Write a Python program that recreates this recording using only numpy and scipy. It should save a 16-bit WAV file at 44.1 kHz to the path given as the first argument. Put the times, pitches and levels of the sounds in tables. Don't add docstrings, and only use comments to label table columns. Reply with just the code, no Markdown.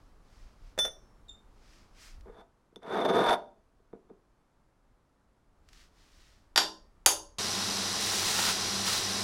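import sys
import numpy as np
from scipy import signal
from scipy.fft import rfft, irfft
from scipy.io import wavfile
from scipy.ndimage import map_coordinates

SR = 44100
rng = np.random.default_rng(int(sys.argv[2]) if len(sys.argv) > 2 else 0)


def master_out(mix):
    frames = np.transpose(np.atleast_2d(mix))
    ceiling = np.clip(frames, -1, 1)
    pcm = np.round(ceiling * 32767).astype(np.int16)
    wavfile.write(sys.argv[1], SR, pcm)


N = 407043
TIME = np.arange(N) / SR

# (air [dB], rumble [dB])
BACKGROUNDS = [(-65, -58), (-71, -71.5), (-68.5, -62.5)]
# (frequency [Hz], density [dB])
AIR_SPECTRUM = [(60, -9.5), (110, -6.5), (300, -9.5), (450, -13.5), (1200, -16), (1700, -23.5), (2800, -31),
                (6000, -34.5), (11500, -40), (13000, -49.5), (15500, -48)]
# (frequency [Hz], density [dB])
RUMBLE_SPECTRUM = [(12, -2), (28, 9), (55, 1.5), (90, -6.5), (160, -27), (400, -54.5)]
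# (frequency [Hz], t60 [s])
ROOM_T60 = [(150, 0.58), (900, 0.34), (2200, 0.21), (5000, 0.33), (9000, 0.26), (15000, 0.21)]

# (peak [s], rise [s], fall [s], level [dB])
KILN_RUSTLES = [(.03, .1, .13, -78), (.38, .135, .19, -68.5), (.68, .098, .075, -70)]
DOOR_SWISHES = [(1.745, .16, .14, -65), (2.045, .086, .1, -57)]
SLEEVE_SWISHES = [(5.79, .09, .085, -61.5), (6.02, .09, .1, -68), (6.23, .21, .19, -65.5)]
# (frequency [Hz], density [dB])
SWISH_SPECTRUM = [(710, -35), (1200, -1.5), (2360, -2), (3770, -5), (4980, -1.5), (9370, -16.5),
                  (15500, -29)]
# (frequency [Hz], density [dB])
CLOTH_SPECTRUM = [(710, -27.5), (1200, -4.5), (1700, -3.5), (1850, 0), (2080, -4.5), (5320, -3.5),
                  (15000, -25.5)]
# (time [s], level [dB])
TICKS = [(2.209, -40), (5.688, -34.5), (5.731, -33)]

# (time [s], thud [dB], relative ring [dB], relative tick [dB])
KILN_BLOWS = [(0.7782, -9, -45, -28.5), (0.7878, -41, -35.5, -9.5), (0.7895, -5.5, -23, -16),
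              (0.7943, -19, -44, -16), (.847, -15.5, -42.5, -25), (0.8523, -11, -26, -20),
              (0.86, -17, -59, -33), (.879, -19, -46, -34.5)]
# (frequency [Hz], gain [dB], t60 [s], choking by the brick [0-1])
FREE_STEEL_MODES = [(1420, -21, 0.67, 0.54), (1822, -19.5, .2, 0), (1840, -27.5, .3, 0.7),
                    (3512, 1.5, 0.8, 0.87), (5420, -18.5, 0.9, 0.36), (5660, -12, 0.36, .3),
                    (6140, -6, 0.37, 0.42), (9520, -11, 0.37, 1), (11200, -27, .35, 0.6),
                    (14050, -23.5, .3, .4)]
# (frequency [Hz], density [dB])
BRICK_SPECTRUM = [(60, -26.5), (150, -8.5), (300, -8.5), (450, 4), (620, 5.5), (950, -8.5), (1400, -8.5),
                  (1800, -8.5), (2600, -16.5), (5000, -32), (15000, -60)]
# (frequency [Hz], density [dB])
TICK_SPECTRUM = [(1000, -4.5), (3000, -1), (7000, 3.5), (11000, -11.5), (15500, -11.5)]

# (start [s], end [s], relative push [dB], scrape [dB], bite [dB])
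BENCH_STROKES = [(2.239, 2.298, -46.5, -53.5, -77), (2.305, 2.412, -54, -52, -64),
                 (2.813, 3.339, -24, -24.5, -36)]
# (time [s], gain [dB])
CATCHES = [(2.965, 4), (3.015, 2.5), (3.035, -6), (3.056, 6), (3.074, -8), (3.095, 7.5), (3.12, -5),
           (3.165, 2), (3.212, 1), (3.295, 4.5)]
# (time [s], relative wood [dB], relative steel [dB])
KNOCKS = [(2.258, -28.5, -65), (2.722, -35, -74), (2.7599, -20, -24), (2.831, -30.5, -34),
          (3.797, -37.5, -66), (3.9299, -14.5, -54), (3.949, -24, -65), (4.091, -34, -60),
          (4.0977, -20, -60)]
# (frequency [Hz], width [Hz], gain [dB])
BENCH_MODES = [(196.6, 25, -0.5), (253, 53, -6), (362, 54, -1), (435, 43, 3.5), (494, 46, 1),
               (585.6, 21, -3.5), (679, 29, 2), (778, 44, -3), (940, 74, -4.5), (1235, 110, -9.5),
               (1479, 47, -10), (1750, 140, -19.5), (2220, 170, -22.5)]
# (frequency [Hz], width [Hz], gain [dB])
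HELD_STEEL_MODES = [(3548, 60, 7.5), (4710, 200, -18), (5400, 450, -21.5), (6220, 53, -14),
                    (9600, 60, -12.5), (11460, 100, -20), (14200, 130, -35.5)]
# (frequency [Hz], density [dB])
SCRAPE_SPECTRUM = [(300, -24), (700, -0.5), (1100, 1), (1600, 4), (2200, -10.5), (3000, -14.5),
                   (5000, -25.5), (15000, -60.5)]
# (frequency [Hz], density [dB])
RASP_SPECTRUM = [(1500, 3), (2700, -10), (4500, -1.5), (6200, -12), (8000, -10.5), (11500, -24),
                 (13000, -27.5), (15500, -34.5)]
# (frequency [Hz], density [dB])
FINGER_SPECTRUM = [(100, 1.5), (400, 0), (650, -10.5), (1200, -14), (5000, -15)]

# (time [s], edge [dB], face [dB])
SNAPS = [(6.5595, 4, -36), (6.5762, 9, -9), (6.584, -2, -16.5), (7.0608, -14, 13), (7.0658, -17.5, -1)]
# (frequency [Hz], width [Hz], edge gain [dB], face gain [dB])
SLIDE_MODES = [(480, 140, -6.5, -6.5), (600, 92, -2, -4.5), (864, 160, 1, -2.5), (1430, 230, 0, -5),
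               (1860, 190, 1.5, -6.5), (2830, 800, -2.5, -3.5), (3670, 270, 3.5, -4.5), (4706, 207, 5, 0.5),
               (5600, 270, -1, -6.5), (6370, 170, -8, 4.5), (7020, 390, -6, -0.5), (7880, 710, -9.5, -4),
               (8250, 750, -12, -8), (9620, 280, -11.5, 2.5), (10620, 330, -18, -6),
               (11440, 140, -6.5, -3.5), (13100, 380, -35, -11), (14000, 350, -37, -12)]
# (frequency [Hz], width [Hz], edge gain [dB], face gain [dB])
SLIDE_FRAME_MODES = [(187, 6.2, -2, -12.5), (318, 5.5, 1, -5), (570, 5, -8, -0.5), (875, 6.8, -1.5, 1.5),
                     (1030, 6, -2.5, -3.5), (1830, 2.5, -5.5, -21), (3680, 7, 5, -17.5),
                     (4830, 8.2, -2.5, -14), (5800, 6.1, -2.5, -22), (6700, 14, -14, 3)]
# (frequency [Hz], density [dB])
KNOCK_SPECTRUM = [(60, -33), (170, 2.5), (300, 2.5), (1300, -9), (2200, -5.5), (6000, -22.5),
                  (15000, -39.5)]
THUMP_SPECTRUM = [(25, -3), (55, 7), (130, -8), (350, -1), (2500, 1), (10000, -20), (15000, -22.5)]

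# (frequency [Hz], density [dB])
BELT_SPECTRUM = [(35, -56), (60, -20), (96, -5.5), (135, -14), (196, -2.5), (259, -12), (385, -5.5),
                 (572, -15.5), (642, -10), (705, -10), (1050, -8), (2470, -11), (5080, -7), (10700, -18.5),
                 (15500, -35.5)]
# (frequency [Hz], width [Hz], gain [dB])
HOUSING_MODES = [(161, 30, -1), (225.7, 6.1, 4.5), (390, 18, -13), (930, 570, -3.5), (3530, 90, -9.5),
                 (3890, 290, 5.5), (4620, 300, 0), (4927, 70, 10.5), (5300, 250, 4), (5710, 43, 10.5),
                 (5940, 98, 6)]
# (frequency [Hz], rms level [dB])
MOTOR_TONES = [(33.1, -73), (99, -52), (660, -56), (753, -59.5), (802, -57.5), (1024, -55.5), (1109, -63.5),
               (4968, -74), (5828, -51)]
# (time [s], relative level [dB])
DRONE_LEVELS = [(7.42, -46), (7.538, -57), (7.568, -43), (7.904, -46), (7.93, -60), (8.018, -45),
                (8.078, -67), (8.248, -47.5), (8.59, -45.5), (8.624, -60), (8.714, -41), (8.882, -41.5),
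                (8.922, -62), (9.2, -42)]
# (start [s], end [s], first pressure [0-1], last pressure [0-1])
PASSES = [(7.998, 8.493, .22, .74), (8.855, 8.98, 0.58, 0.34)]
# (time [s], level [dB])
SNATCHES = [(8.126, -19), (8.275, -16), (8.388, -0.5), (8.455, -13), (8.505, -22), (8.878, -5),
            (8.951, -21)]
# (frequency [Hz], density [dB])
CUTTING_SPECTRUM = [(500, -3), (1500, -1.5), (4000, 6), (7000, 3), (10500, -2.5), (12300, -12), (13300, -6),
                    (15500, -11)]

BELT_START_S, LAPS_PER_S = 7.384, 11.78


def amp(db):
    return 10 ** (np.asarray(db) / 20)


def unit_rms(x):
    return x / np.sqrt(np.mean(x ** 2) + 1e-20)


def ramp(start_s, length_s):
    return np.clip((TIME - start_s) / length_s, 0, 1)


def since(time_s):
    return np.maximum(TIME - time_s, 0)


def swell(peak_s, rise_s, fall_s):
    away = (TIME - peak_s) / np.where(TIME < peak_s, rise_s, fall_s)
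    return amp(-10 * np.minimum(away ** 2, 20))


def drift(rate_hz):
    knots = rng.standard_normal(4000)
    wander = map_coordinates(knots, [TIME[::50] * rate_hz], order=3, mode="wrap")
    return unit_rms(wander).repeat(50)[:N]


def at_hz(points, hz):
    known_hz, values = np.transpose(points)
    return np.interp(np.log(np.maximum(hz, 1)), np.log(known_hz), values)


def butter(x, order, edge_hz, kind):
    return signal.sosfilt(signal.butter(order, edge_hz, kind, fs=SR, output="sos"), x)


def convolve(x, response):
    return signal.oaconvolve(x, response / np.linalg.norm(response))[:N]


def colour(x, spectrum, size=8192):
    hz = np.arange(size // 2 + 1) * SR / size
    cepstrum = irfft(np.log(amp(at_hz(spectrum, hz))))
    cepstrum[1:size // 2] *= 2
    cepstrum[size // 2 + 1:] = 0
    return convolve(x, irfft(np.exp(rfft(cepstrum))))


def resonate(x, modes, size=8192):
    t = TIME[:size]
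    response = sum((-1) ** k * amp(db) * width_hz * np.exp(-np.pi * width_hz * t)
                   * np.sin(2 * np.pi * hz * t) for k, (hz, width_hz, db) in enumerate(modes))
    return convolve(x, response)


def blows(times_s, levels_db, crunch, crunch_s, size=1024):
    out, t = np.zeros(N), TIME[:size]
    window = t < min(5 * crunch_s, .75 * t[-1])
    for time_s, db in zip(times_s, levels_db):
        force = rng.standard_normal(size) * np.exp(-t / crunch_s)
        force *= crunch / np.linalg.norm(force)
        force[0] += 1
        for _ in range(3):
            force = irfft(np.exp(1j * np.angle(rfft(force)))) * window
        at = round(time_s * SR)
        out[at:at + size] += amp(db) * force / np.linalg.norm(force)
    return out


def grains(per_s, spread_db):
    sizes = amp(spread_db * np.minimum(rng.exponential(1, N), 4)) * rng.choice([-1, 1], N)
    return unit_rms(sizes * (rng.random(N) < per_s / SR))


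def workshop(x, wet_db, size=32768):
    t, hz = TIME[:size], np.arange(size // 2 + 1) * SR / size
    white, tail = rfft(rng.standard_normal(size)), 0
    edges_hz = np.geomspace(70, 17000, 13)
    for low, high in zip(edges_hz, edges_hz[1:]):
        band = irfft(white * (hz >= low) * (hz < high))
        tail += band * amp(-60 * t / at_hz(ROOM_T60, np.sqrt(low * high)))
    return x + amp(wet_db) * convolve(x, tail * ramp(0, .008)[:size])


def air(moves_s=(2.4, 5.6), fade_s=.22):
    place = sum(ramp(time_s - fade_s / 2, fade_s) for time_s in moves_s)
    air_db, rumble_db = [np.interp(place, [0, 1, 2], column) for column in np.transpose(BACKGROUNDS)]
    gust = amp(-54) * swell(peak_s=2.21, rise_s=.13, fall_s=.13)
    hush = amp(air_db) * colour(rng.standard_normal(N), AIR_SPECTRUM)
    rumble_gain = np.hypot(amp(rumble_db), gust) * amp(2 * drift(11))
    return hush + rumble_gain * colour(rng.standard_normal(N), RUMBLE_SPECTRUM)


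def swish_gain(swishes):
    return np.sqrt(sum((amp(db) * swell(peak_s, rise_s, fall_s)) ** 2
                       for peak_s, rise_s, fall_s, db in swishes))


def handling():
    at_kiln, at_grinder = swish_gain(KILN_RUSTLES + DOOR_SWISHES), swish_gain(SLEEVE_SWISHES)
    friction = grains(14000, spread_db=3)
    ticks = blows(*np.transpose(TICKS), crunch=3, crunch_s=.003)
    treble = unit_rms(butter(colour(rng.standard_normal(N), SWISH_SPECTRUM), 4, 6000, "high"))
    whisk = amp(-3.5) * at_kiln ** 2 / at_kiln.max() * treble
    cloth = colour(at_grinder * friction + ticks, CLOTH_SPECTRUM)
    return at_kiln * colour(friction, SWISH_SPECTRUM) + whisk + cloth


def steel_on_brick(rocks_s=.85, flat_s=.876, rocking_db_per_s=399.5, choke_db=29.5):
    times_s, thud_db, ring_db, tick_db = np.transpose(KILN_BLOWS)
    size = 2 * SR
    t = TIME[:size]
    strikes = blows(times_s, ring_db, crunch=0, crunch_s=.003)[:size]
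    loss_db = rocking_db_per_s * (since(rocks_s) - since(flat_s)) + choke_db * ramp(flat_s, .00856)
    ring = np.zeros(N)
    for hz, db, t60_s, choking in FREE_STEEL_MODES:
        mode = amp(db - 60 * t / t60_s) * np.sin(2 * np.pi * hz * t)
        ring[:size] += signal.fftconvolve(strikes, mode)[:size] * amp(-3 - choking * loss_db[:size])
    thud = colour(blows(times_s, thud_db, crunch=1.4, crunch_s=.0085), BRICK_SPECTRUM)
    tick = amp(-2.5) * colour(blows(times_s, tick_db, crunch=3, crunch_s=.0023), TICK_SPECTRUM)
    return workshop(ring + thud + tick, wet_db=-14.5)


def squeak(start_s=1.283, pitch_hz=3580, sharp_hz=330, settle_s=.0068, fade_db_per_s=480):
    age_s = since(start_s)
    hz = pitch_hz + sharp_hz * np.exp(-age_s / settle_s) + 35 * drift(180)
    level_db = -41.5 - fade_db_per_s * np.minimum(age_s, 1) + 2.5 * drift(180)
    phase = 2 * np.pi * np.cumsum(hz) / SR
    tone = np.sin(phase) + amp(-10.5) * np.sin(2 * phase) + amp(-34) * np.sin(3 * phase)
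    return workshop(ramp(start_s, .0096) * amp(level_db) * tone, wet_db=-5)


def stroke_gains(seat_db=20.5, ease_db=11, lift_db_per_s=852.5, shudder_db_per_s=139):
    push = scrape = bite = 0
    for start_s, end_s, push_db, scrape_db, bite_db in BENCH_STROKES:
        length_s, after_s = end_s - start_s, np.minimum(since(end_s), 1)
        to_go = 1 - ramp(start_s, length_s)
        seat = ramp(start_s, .01) * amp(seat_db * (ramp(start_s, .22 * length_s) - 1))
        shudder = amp(-27 - shudder_db_per_s * after_s)
        contact = seat * np.maximum(amp(-lift_db_per_s * after_s), shudder)
        eased = ramp(start_s + .78 * length_s, .02)
        push += contact * amp(push_db - 15.5 * to_go - ease_db * eased)
        scrape += contact * amp(scrape_db - 10 * to_go)
        bite += contact * amp(bite_db - 16.5 * to_go)
    jolt = amp(sum(db * swell(time_s, .011, .011) for time_s, db in CATCHES))
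    return push * jolt, scrape * jolt, bite * jolt ** 1.2


def bench_work():
    push, scrape, bite = stroke_gains()
    catching = amp(drift(160) - .07)
    teeth = grains(12000, spread_db=2) * catching
    chips = grains(2700, spread_db=5.5) * catching
    times_s, wood_db, steel_db = np.transpose(KNOCKS)
    fingers = colour(blows(times_s, wood_db, crunch=1, crunch_s=.0062), FINGER_SPECTRUM)
    knocks = amp(-9) * resonate(fingers, BENCH_MODES)
    low = amp(1.44) * resonate(push * teeth, BENCH_MODES[:5])
    high = amp(-2) * resonate(scrape * teeth, BENCH_MODES[5:])
    wood = butter(low + high + knocks, 2, 125, "high")
    file = amp(-14) * colour(scrape * chips, SCRAPE_SPECTRUM)
    taps = blows(times_s, steel_db, crunch=.93, crunch_s=.0026)
    ring = amp(-.4) * resonate(bite * teeth + taps, HELD_STEEL_MODES)
    rasp = amp(-8) * colour(bite * chips + taps, RASP_SPECTRUM)
    return workshop(wood + file, wet_db=-13) + workshop(ring + rasp, wet_db=-19.5)


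def magnet_snaps():
    times_s, edge_db, face_db = np.transpose(SNAPS)
    edge = blows(times_s, edge_db, crunch=3, crunch_s=.0042)
    face = blows(times_s, face_db, crunch=8.8, crunch_s=.0031)

    def struck(modes):
        hz, width_hz, on_edge_db, on_face_db = np.transpose(modes)
        return (resonate(edge, zip(hz, width_hz, on_edge_db), size=32768)
                + resonate(face, zip(hz, width_hz, on_face_db), size=32768))

    ring = struck(SLIDE_MODES) + amp(-21.5) * struck(SLIDE_FRAME_MODES)
    knock = amp(-22) * colour(edge, KNOCK_SPECTRUM)
    thump = amp(-14) * colour(face, THUMP_SPECTRUM)
    return workshop(ring + knock + thump, wet_db=-4)


def belt_noise(laps, repeat_share):
    lap = rng.standard_normal(round(SR / LAPS_PER_S))
    grit = unit_rms(map_coordinates(lap, [laps % 1 * len(lap)], order=3, mode="grid-wrap"))
    return np.sqrt(repeat_share) * grit + np.sqrt(1 - repeat_share) * rng.standard_normal(N)


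def belt(run_s):
    laps = LAPS_PER_S * run_s
    flutter = 1 + .12 * np.sin(2 * np.pi * 247.5 * run_s) + .088 * np.sin(2 * np.pi * 82.5 * run_s)
    rush = amp(-34.5) * colour(belt_noise(laps, repeat_share=.44) * flutter, BELT_SPECTRUM)
    housing = amp(-37.5) * resonate(belt_noise(laps, repeat_share=.43) * flutter, HOUSING_MODES)
    whistle_hz = 3950 + 170 * np.sin(2 * np.pi * laps) + 50 * drift(200)
    whistle = amp(-50 + 3 * drift(45)) * np.sin(2 * np.pi * np.cumsum(whistle_hz) / SR)
    return rush + housing + whistle


def motor_hum(run_s):
    return sum(np.sqrt(2) * amp(db + 1.6 * drift(10)) * np.sin(2 * np.pi * hz * run_s + .5 * drift(9))
               for hz, db in MOTOR_TONES)


def wheel_drone(run_s, hz=197, gain_db=1):
    level_db = np.interp(TIME, *np.transpose(DRONE_LEVELS)) + gain_db
    return amp(level_db) * np.sin(2 * np.pi * hz * run_s + .5 * drift(5.5))


def belt_pressure(press_s=.014, release_s=.0245, snatch_s=.02234):
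    held = 0
    for start_s, end_s, first, last in PASSES:
        lean = first + (last - first) * ramp(start_s, end_s - start_s)
        held += ramp(start_s, press_s) * lean * np.exp(-since(end_s) / release_s)
    return held + .2485 * sum(swell(time_s, snatch_s, snatch_s) for time_s, _ in SNATCHES)


def cutting(pressure):
    grit = grains(12000, spread_db=4) * amp(1.1 * drift(90))
    hiss = amp(-31) * np.sqrt(pressure) * colour(grit, CUTTING_SPECTRUM)
    chatter = amp(-27.5) * pressure ** 2 * grains(2500, spread_db=2) * amp(2.2 * drift(110))
    snatches = blows(*np.transpose(SNATCHES), crunch=5.2, crunch_s=.0042)
    softened = butter(chatter + snatches, 1, [700, 1900], "band")
    edge_modes = [row[:3] for row in SLIDE_MODES]
    return hiss + resonate(softened, edge_modes)


def grinder():
    pressure = belt_pressure()
    speed = 1 - .012 * pressure + .0004023 * drift(4)
    run_s = np.cumsum(speed) / SR
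    grinding = workshop(belt(run_s) + cutting(pressure), wet_db=-15.5)
    return ramp(BELT_START_S, .00083) * (grinding + motor_hum(run_s) + wheel_drone(run_s))


def scene():
    mono = steel_on_brick() + squeak() + handling() + bench_work() + magnet_snaps() + grinder() + air()
    return np.stack([mono, mono])


def record(dry):
    cutoff_hz = 15900
    return signal.sosfilt(signal.ellip(10, .1, 80, cutoff_hz, fs=SR, output="sos"), np.tanh(dry))


dry = scene()
out = record(dry)
master_out(out)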